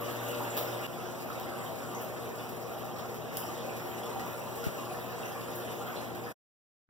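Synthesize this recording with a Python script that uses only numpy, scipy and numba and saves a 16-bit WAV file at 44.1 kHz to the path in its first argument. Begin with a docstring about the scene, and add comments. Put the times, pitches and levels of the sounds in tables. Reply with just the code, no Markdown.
"""Aquarium filters in a small, hard room

Filters pour water into fish tanks over the hum of their mains pumps. Countless bubbles ring in the
falling water; now and then a larger one bursts with a bright spit. Two close microphones on a hand-held
camera listen beside a pump as a light is switched off, then, from 0.87 s, further into the room, with
three dry ticks and one bump on the camera. Silence from 6.35 s."""
import sys
import numpy as np
from scipy import signal
from scipy.fft import rfft, irfft
from scipy.io import wavfile
from numba import njit

SR = 44100
rng = np.random.default_rng(int(sys.argv[2]) if len(sys.argv) > 2 else 0)


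def store_wav(level_fs):
    """Save 16-bit WAV to argv[1]."""
    pcm = np.round(np.clip(np.atleast_2d(level_fs), -1, 1) * 32767)
    wavfile.write(sys.argv[1], SR, pcm.T.astype(np.int16))


N = 303849
TIME_S, BINS_HZ = np.arange(N) / SR, np.fft.rfftfreq(N, 1 / SR)
CLICK_BINS_HZ = np.fft.rfftfreq(128, 1 / SR)
MIC_DELAY_S = 20 / SR

# NEAR: beside the pump. FAR: out in the room.
# water spectrum (frequency [Hz], density [dB per Hz])
NEAR_WATER = [(35, -100), (70, -82.5), (140, -72.5), (300, -72.5), (600, -70), (800, -71), (1200, -74.5),
              (1700, -77), (3000, -81), (4300, -89.5), (7000, -90), (9500, -93.5), (13000, -86.5),
              (15400, -87)]
FAR_WATER = [(35, -105), (70, -77), (140, -76.5), (300, -77.5), (600, -71.5), (800, -73), (1200, -77.5),
             (1700, -81.5), (3000, -86.5), (4300, -93), (5000, -91.5), (7000, -93.5), (9500, -96.5),
             (13000, -92), (15400, -90.5)]
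# outflow swell, used about its mean (time [s], gurgle [dB], splash [dB])
NEAR_FLOW = [(0.0, -37.5, -47.5), (0.802, -37, -49.5), (0.86, -39.5, -48.5)]
FAR_FLOW = [(0.88, -43.5, -54), (1.42, -40.5, -51), (3.32, -42.5, -56), (3.36, -41, -48.5),
            (3.73, -40.5, -50.5), (6.0, -41.5, -50.5), (6.2, -42.5, -57.5), (6.32, -44, -52)]
# bubbles' part of the water (frequency [Hz], power share [ratio])
BUBBLE_SHARE = [(150, 0.033), (400, 0.65), (1200, 0.6), (4000, 0.76), (8000, 0.94), (14000, 0.71)]
# unevenness of bubble strength (pitch [Hz], share of spread [ratio])
BUBBLE_SPREAD = [(1500, 1), (3000, 1), (5000, .6), (14000, .65)]
# surface bursts (time [s], relative level [dB], direct over room [dB], body over spit [dB])
POPS = [(0.286, -41, -5, -11.5), (1.201, -47.5, -13, -7), (1.64, -46, -17, -12), (2.012, -40.5, -19, -17.5),
        (2.221, -52.5, -15, 1), (2.490, -45, -18, -6), (2.717, -48, -12, -16), (2.846, -48, -10, -18),
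        (2.985, -49, -17, 4.5), (3.144, -47.5, -8.5, -2.5), (3.765, -45, -12.5, -2),
        (3.869, -48.5, -13, -12.5), (4.143, -61, -13, -12), (4.195, -52, -5, 8), (4.558, -46.5, -7, -8),
        (4.640, -42, -19, 2.5), (5.553, -39.5, -16, -28), (6.149, -46.5, -10, -6)]
# spectra of a burst's two parts (frequency [Hz], gain [dB])
POP_SPIT = [(2000, -32), (5000, -15), (9500, -2), (12500, 4), (15400, 5.5)]
POP_BODY = [(150, -31.5), (500, -7), (1400, 12.5), (3000, 5.5), (6000, 1.5), (10000, -18.5)]
# single bubbles and, at 4.667 s, the faint bright ring of the knock on the camera
# (time [s], pitch [Hz], relative level [dB])
SINGLE_RINGS = [(0.02, 1166, -41), (0.29, 2900, -47), (0.395, 800, -39), (0.400, 950, -39.5),
                (0.503, 7250, -47), (0.674, 5250, -50.5), (0.728, 614, -39.5), (1.302, 1320, -40.5),
                (1.661, 3100, -50.5), (1.948, 6250, -49), (3.692, 2430, -46), (4.16, 750, -36.5),
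                (4.193, 1960, -48), (4.63, 1420, -43.5), (4.667, 2800, -56), (4.791, 1050, -44.5),
                (5.232, 2690, -45.5), (5.359, 1130, -43.5), (5.686, 3530, -54), (5.87, 1310, -49.5),
                (5.964, 4060, -49), (6.262, 1717, -44.5)]
# pump lines (frequency [Hz], left [dB], right [dB], left lead [rad])
NEAR_HUM = [(60, -70, -72, 0), (115.8, -66, -54, 0), (120, -47.8, -49, .3), (240, -50, -66, -.8),
            (360, -50, -47, -1.5), (480, -45, -55, -.4), (575, -47, -51, .3), (597, -50, -50, .4)]
FAR_HUM = [(120, -50.7, -62, 1.2), (155, -56.5, -59, -2.0), (180, -57.5, -57, -1.4), (240, -57, -55, 1.3),
           (360, -52.3, -59.5, 0), (420, -59, -61, .4), (480, -57.5, -55, -.6), (540, -68, -60, 0),
           (600, -56.5, -62, 0), (660, -56.5, -62, .4), (720, -57.5, -55.5, .2), (780, -56, -57.5, .2),
           (1020, -68, -66, 0), (1200, -66, -65, 0)]
# switch contacts (time [s], relative level [dB], direct over room [dB])
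SWITCH_CONTACTS = [(0.568, -33, -8), (0.575, -31, -5.5)]
# switch case response (frequency [Hz], gain [dB])
SWITCH_CASE = [(300, -30), (1100, 9), (1700, -11), (2500, 3.5), (3600, 0.5), (5500, -3.5), (8500, -9.5),
               (11500, -2.5), (14000, 6.5), (15400, 8.5)]
# dry ticks (time [s], level as a 1 ms burst [dB], decay [s])
TICKS = [(1.3991, -36, .0006), (3.3408, -40.5, .001), (3.3701, -24.5, .0019)]
# tick spectrum (frequency [Hz], gain [dB])
TICK_COLOUR = [(1000, -19.5), (2500, -12), (3700, -8), (5700, -11), (8500, -4), (11500, -1), (15000, 3),
               (17000, -15.5)]
# camera body modes (frequency [Hz], relative level [dB], t60 [s])
BUMP_MODES = [(100, 9, 0.062), (160, 11, 0.045), (235, 3, .025), (330, 4.5, .025)]
# room decay (frequency [Hz], t60 [s])
ROOM_T60 = [(200, 0.56), (1500, 0.32), (6000, 0.4), (15000, 0.35)]
# standing waves (frequency [Hz], width [Hz], lift [dB])
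ROOM_MODES = [(113.7, 5.4, 6), (159, 7.6, 5.5), (225, 35, 8), (280, 20, 2), (350, 43, 5.5), (471, 14, 7),
              (537, 18, 3)]
# likeness of the room sound at the two microphones (frequency [Hz], correlation [ratio])
MIC_CORRELATION = [(50, 0.95), (120, 0.95), (300, 0.84), (550, 0.48), (850, 0.21), (1500, -0.56),
                   (2300, 0.28), (3200, 0.21), (5000, 0.0079)]
# part subtracted from the other microphone (frequency [Hz], gain [ratio])
CROSSFEED = [(100, 1), (2000, 0.92), (4400, 0.69), (8000, 0.62), (14000, 0.43)]
# listening position (time [s], gain [ratio])
NEAR_GATE = [(0, 1), (0.868, 1), (0.8695, .12), (0.873, .12), (0.8745, 0)]
FAR_GATE = [(0.873, 0), (0.8745, 1), (6.318, 1), (6.328, .06), (6.345, 0)]
# channel balance (frequency [Hz], left over right [dB])
BALANCE = [(100, 1.4), (400, 1.5), (1200, -0.62), (4000, -0.69), (10000, -1.1), (15000, -.2)]


def running_water(count=4, flutter_db=0.73, flutter_hz=33.0):
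    """Bubbling outflows over the smooth wash of their streams; the spray flutters."""
    share = np.clip(read(BUBBLE_SHARE, BINS_HZ), 0, 1)
    outflows = unit_rms(sum(bubbles() for _ in range(count)))
    wash = rng.standard_normal((2, N))
    water = shaped(outflows, np.sqrt(share)) + shaped(wash, np.sqrt(1 - share))
    spray = water - lowpass(water, hz=2500)
    return water - spray + spray * gain_of(flutter_db * drift(flutter_hz))


def bubbles(count=4400, spread_db=4.0, decay_cycles=6.87, rise=0.011, direct_db=-9.0):
    """One outflow's bubbles in the room; most are faint, the smallest are the most even."""
    when, pitch, force, sustain = rng.random((count, 4)).T
    hz = 220 * (16000 / 220) ** pitch
    strength = np.minimum(-np.log(1 - force), 4) - np.sqrt(2)
    amplitude = hz * gain_of(spread_db * read(BUBBLE_SPREAD, hz) * strength)
    sound = ring((when * N).astype(int), hz / SR, amplitude, decay_cycles * (.5 + sustain), rise)
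    return unit_rms(signal.oaconvolve(sound[None], room(direct_db), axes=1)[:, :N])


@njit
def ring(start, cycles_per_sample, amplitude, decay_cycles, rise):
    """Each bubble is a dying sine whose pitch rises as it nears the surface."""
    out = np.zeros(N)
    for k in range(len(start)):
        for i in range(min(int(5 * decay_cycles[k] / cycles_per_sample[k]), N - start[k])):
            turns = i * cycles_per_sample[k]
            age = turns / decay_cycles[k]
            out[start[k] + i] += amplitude[k] * np.exp(-age) * np.sin(2 * np.pi * turns * (1 + rise * age))
    return out


def surging(water, spectrum, flow, splash_follow=0.53, fizz_follow=0.69):
    """Colours the water; gurgle, splash and fizz swell with the flow over a steady rumble."""
    water = shaped(water, gain_of(read(spectrum, BINS_HZ)) * np.sqrt(SR / 2))
    s, *levels = np.transpose(flow)
    span_s = np.linspace(s[0], s[-1])
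    gurgle_db, splash_db = (np.interp(TIME_S, s, db) - np.interp(span_s, s, db).mean() for db in levels)
    rumble, low, mid = (lowpass(water, hz) for hz in (200, 1800, 8000))
    gurgle = (low - rumble) * gain_of(gurgle_db)
    splash = (mid - low) * gain_of(splash_follow * splash_db)
    fizz = (water - mid) * gain_of(fizz_follow * splash_db)
    return rumble + gurgle + splash + fizz


def pops(gain_db=28.0):
    """Bubbles burst at the surface: a bright spit with more or less body."""
    out = np.zeros((2, N))
    spit = gain_of(read(POP_SPIT, CLICK_BINS_HZ))
    for s, db, direct_db, body_db in POPS:
        body = gain_of(body_db + read(POP_BODY, CLICK_BINS_HZ))
        add(out, s, gain_of(db + gain_db) * snap(spit + body, direct_db))
    return out


def single_rings(decay_cycles=6.0, rise=0.00276, gain_db=-2.5, direct_db=-7.5):
    """Single bubbles, and once the knocked camera, ring into the room; levels as for a 50 ms note."""
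    out = np.zeros((2, N))
    for s, hz, db in SINGLE_RINGS:
        turns = hz * np.arange(SR // 10) / SR
        age = turns / decay_cycles
        note = np.exp(-age) * np.sin(2 * np.pi * turns * (1 + rise * age))
        heard = signal.oaconvolve(note[None], room(direct_db), axes=1)
        add(out, s, gain_of(db + gain_db) * unit_rms(heard) * np.sqrt(SR / 20 / heard.shape[1]))
    return out


def pump_hum(lines, waver_db, wander_rad, waver_hz=8.1, restless_hz=340.):
    """Mains pump lines waver in level and phase, less so below restless_hz."""
    out = np.zeros((2, N))
    drifts = [drift(waver_hz) for _ in range(2)]
    for hz, left_db, right_db, lead_rad in lines:
        swell, sway = (min(hz / restless_hz, 1) * np.roll(d, rng.integers(N)) for d in drifts)
        phase = 2 * np.pi * (hz * TIME_S + rng.random()) + wander_rad * sway
        pair = np.array([gain_of(left_db) * np.sin(phase + lead_rad), gain_of(right_db) * np.sin(phase)])
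        out += np.sqrt(2) * unit_rms(gain_of(waver_db * swell)) * pair
    return out


def light_switch(gain_db=28.0):
    """The rocker flips and strikes its stop; each contact rings the plastic case."""
    out = np.zeros((2, N))
    case = gain_of(read(SWITCH_CASE, CLICK_BINS_HZ))
    for s, db, direct_db in SWITCH_CONTACTS:
        add(out, s, gain_of(db + gain_db) * snap(case, direct_db))
    return out


def ticks(room_db=1.2, left_db=-3.0):
    """A small hard thing rings close by: right microphone first, then left, then the room."""
    direct, echo = np.zeros((2, 2, N))
    t = np.arange(1024) / SR
    colour = gain_of(read(TICK_COLOUR, np.fft.rfftfreq(len(t), 1 / SR)))
    for s, db, decay_s in TICKS:
        burst = irfft(rfft(rng.standard_normal(len(t))) * colour) * np.exp(-t / decay_s)
        tick = gain_of(db) * unit_rms(burst)[None] * np.sqrt(SR / 1000 / len(t))
        add(direct, s, tick * [[0], [1]])
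        add(direct, s + MIC_DELAY_S, tick * [[gain_of(left_db)], [0]])
        add(echo, s, gain_of(room_db) * signal.oaconvolve(tick, room(direct_db=-19), axes=1))
    return direct + microphones(echo)


def bump(at_s=4.6668, peak_db=-20, low_cut_hz=84.7, right_db=-2.0):
    """A dull knock through the camera body drives the channels in opposite directions."""
    out, t = np.zeros((2, N)), np.arange(SR // 8) / SR
    modes = sum(gain_of(db - 60 * t / t60_s) * np.sin(2 * np.pi * hz * t) for hz, db, t60_s in BUMP_MODES)
    knock = signal.sosfilt(signal.butter(3, low_cut_hz, "high", fs=SR, output="sos"), modes)
    pair = np.array([knock, -gain_of(right_db) * knock])
    add(out, at_s, gain_of(peak_db) * pair / abs(pair).max())
    return out


def snap(colour, direct_db):
    """A short coloured click, heard directly and through the room."""
    click = np.fft.fftshift(irfft(colour))
    return signal.oaconvolve(room(direct_db, direct_decay_s=0.002), click[None], "same", axes=1)


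def room(direct_db, direct_decay_s=0.0026):
    """Unit-energy paths to both microphones: a brief direct cluster and a diffuse tail."""
    hz, frame_s, noise = signal.stft(rng.standard_normal((2, SR // 2)), SR, nperseg=256)
    decay = gain_of(-60 * frame_s / read(ROOM_T60, hz)[:, None])
    tail = signal.istft(noise * decay, SR, nperseg=256)[1]
    t = np.arange(tail.shape[1]) / SR
    direct = rng.standard_normal(tail.shape) * np.exp(-t / direct_decay_s)
    return unit_rms(unit_rms(tail) + gain_of(direct_db) * unit_rms(direct)) / np.sqrt(len(t))


def standing_waves(water):
    """Low room resonances lift narrow bands of the water's rumble."""
    lift_db = sum(db / (1 + (2 * (BINS_HZ - hz) / width_hz) ** 2) for hz, width_hz, db in ROOM_MODES)
    return shaped(water, gain_of(lift_db))


def microphones(field):
    """A close pair, widened: each channel subtracts the other, delayed, and is equalised flat."""
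    alike = np.clip(read(MIC_CORRELATION, BINS_HZ), -.99, .99)
    other = np.clip(read(CROSSFEED, BINS_HZ), 0, 1) * np.exp(-2j * np.pi * BINS_HZ * MIC_DELAY_S)
    to_mid, to_side = np.sqrt(1 + alike) * (1 - other), np.sqrt(1 - alike) * (1 + other)
    norm = np.sqrt(2 * (abs(to_mid) ** 2 + abs(to_side) ** 2))
    mid = shaped(field[0] + field[1], to_mid / norm)
    side = shaped(field[0] - field[1], to_side / norm)
    return np.array([mid + side, mid - side])


def gain_of(db):
    """Decibels to amplitude."""
    return 10 ** (np.asarray(db) / 20)


def unit_rms(x):
    """Scales to rms 1."""
    return x / np.sqrt(np.mean(x ** 2) + 1e-20)


def read(table, hz):
    """Interpolates on a log frequency axis."""
    table_hz, value = np.transpose(table)
    return np.interp(np.log(hz + 1), np.log(table_hz + 1), value)


def shaped(x, gain):
    """Filters by a gain per bin."""
    return irfft(rfft(x) * gain, N)


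def lowpass(x, hz):
    """Zero phase, 24 dB per octave."""
    return shaped(x, 1 / (1 + (BINS_HZ / hz) ** 4))


def drift(hz):
    """Random motion of rms 1, up to about hz."""
    return unit_rms(shaped(rng.standard_normal(N), np.exp(-(BINS_HZ / hz) ** 2) * (BINS_HZ > 0)))


def add(mix, at_s, sound):
    """Mixes in a stereo sound."""
    part = mix[:, round(at_s * SR):][:, :sound.shape[1]]
    part += sound[:, :part.shape[1]]


def scene():
    """Two listening positions in turn; the level dips briefly between them."""
    near, far = (np.interp(TIME_S, *np.transpose(gate)) for gate in (NEAR_GATE, FAR_GATE))
    water = running_water()
    near_water = near * surging(water, NEAR_WATER, NEAR_FLOW)
    far_water = far * surging(standing_waves(water), FAR_WATER, FAR_FLOW)
    events = (near + far) * (pops() + single_rings() + light_switch())
    heard = microphones(near_water + far_water + events) + ticks()
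    near_hum = near * pump_hum(NEAR_HUM, waver_db=2.7, wander_rad=.3)
    far_hum = far * pump_hum(FAR_HUM, waver_db=2.36, wander_rad=.4)
    return heard + near_hum + far_hum + bump()


def record(dry, low_cut_hz=40, high_cut_hz=15780):
    """Left slightly fuller, right slightly brighter; then low cut and band limit."""
    balance_db = read(BALANCE, BINS_HZ)
    coloured = shaped(dry, gain_of(np.array([balance_db, -balance_db]) / 2))
    coloured = signal.sosfilt(signal.butter(2, low_cut_hz, "high", fs=SR, output="sos"), coloured)
    band_limit = signal.firwin(511, high_cut_hz, window=("kaiser", 9), fs=SR)
    return signal.oaconvolve(coloured, band_limit[None], "same")


dry = scene()
out = record(dry)
store_wav(out)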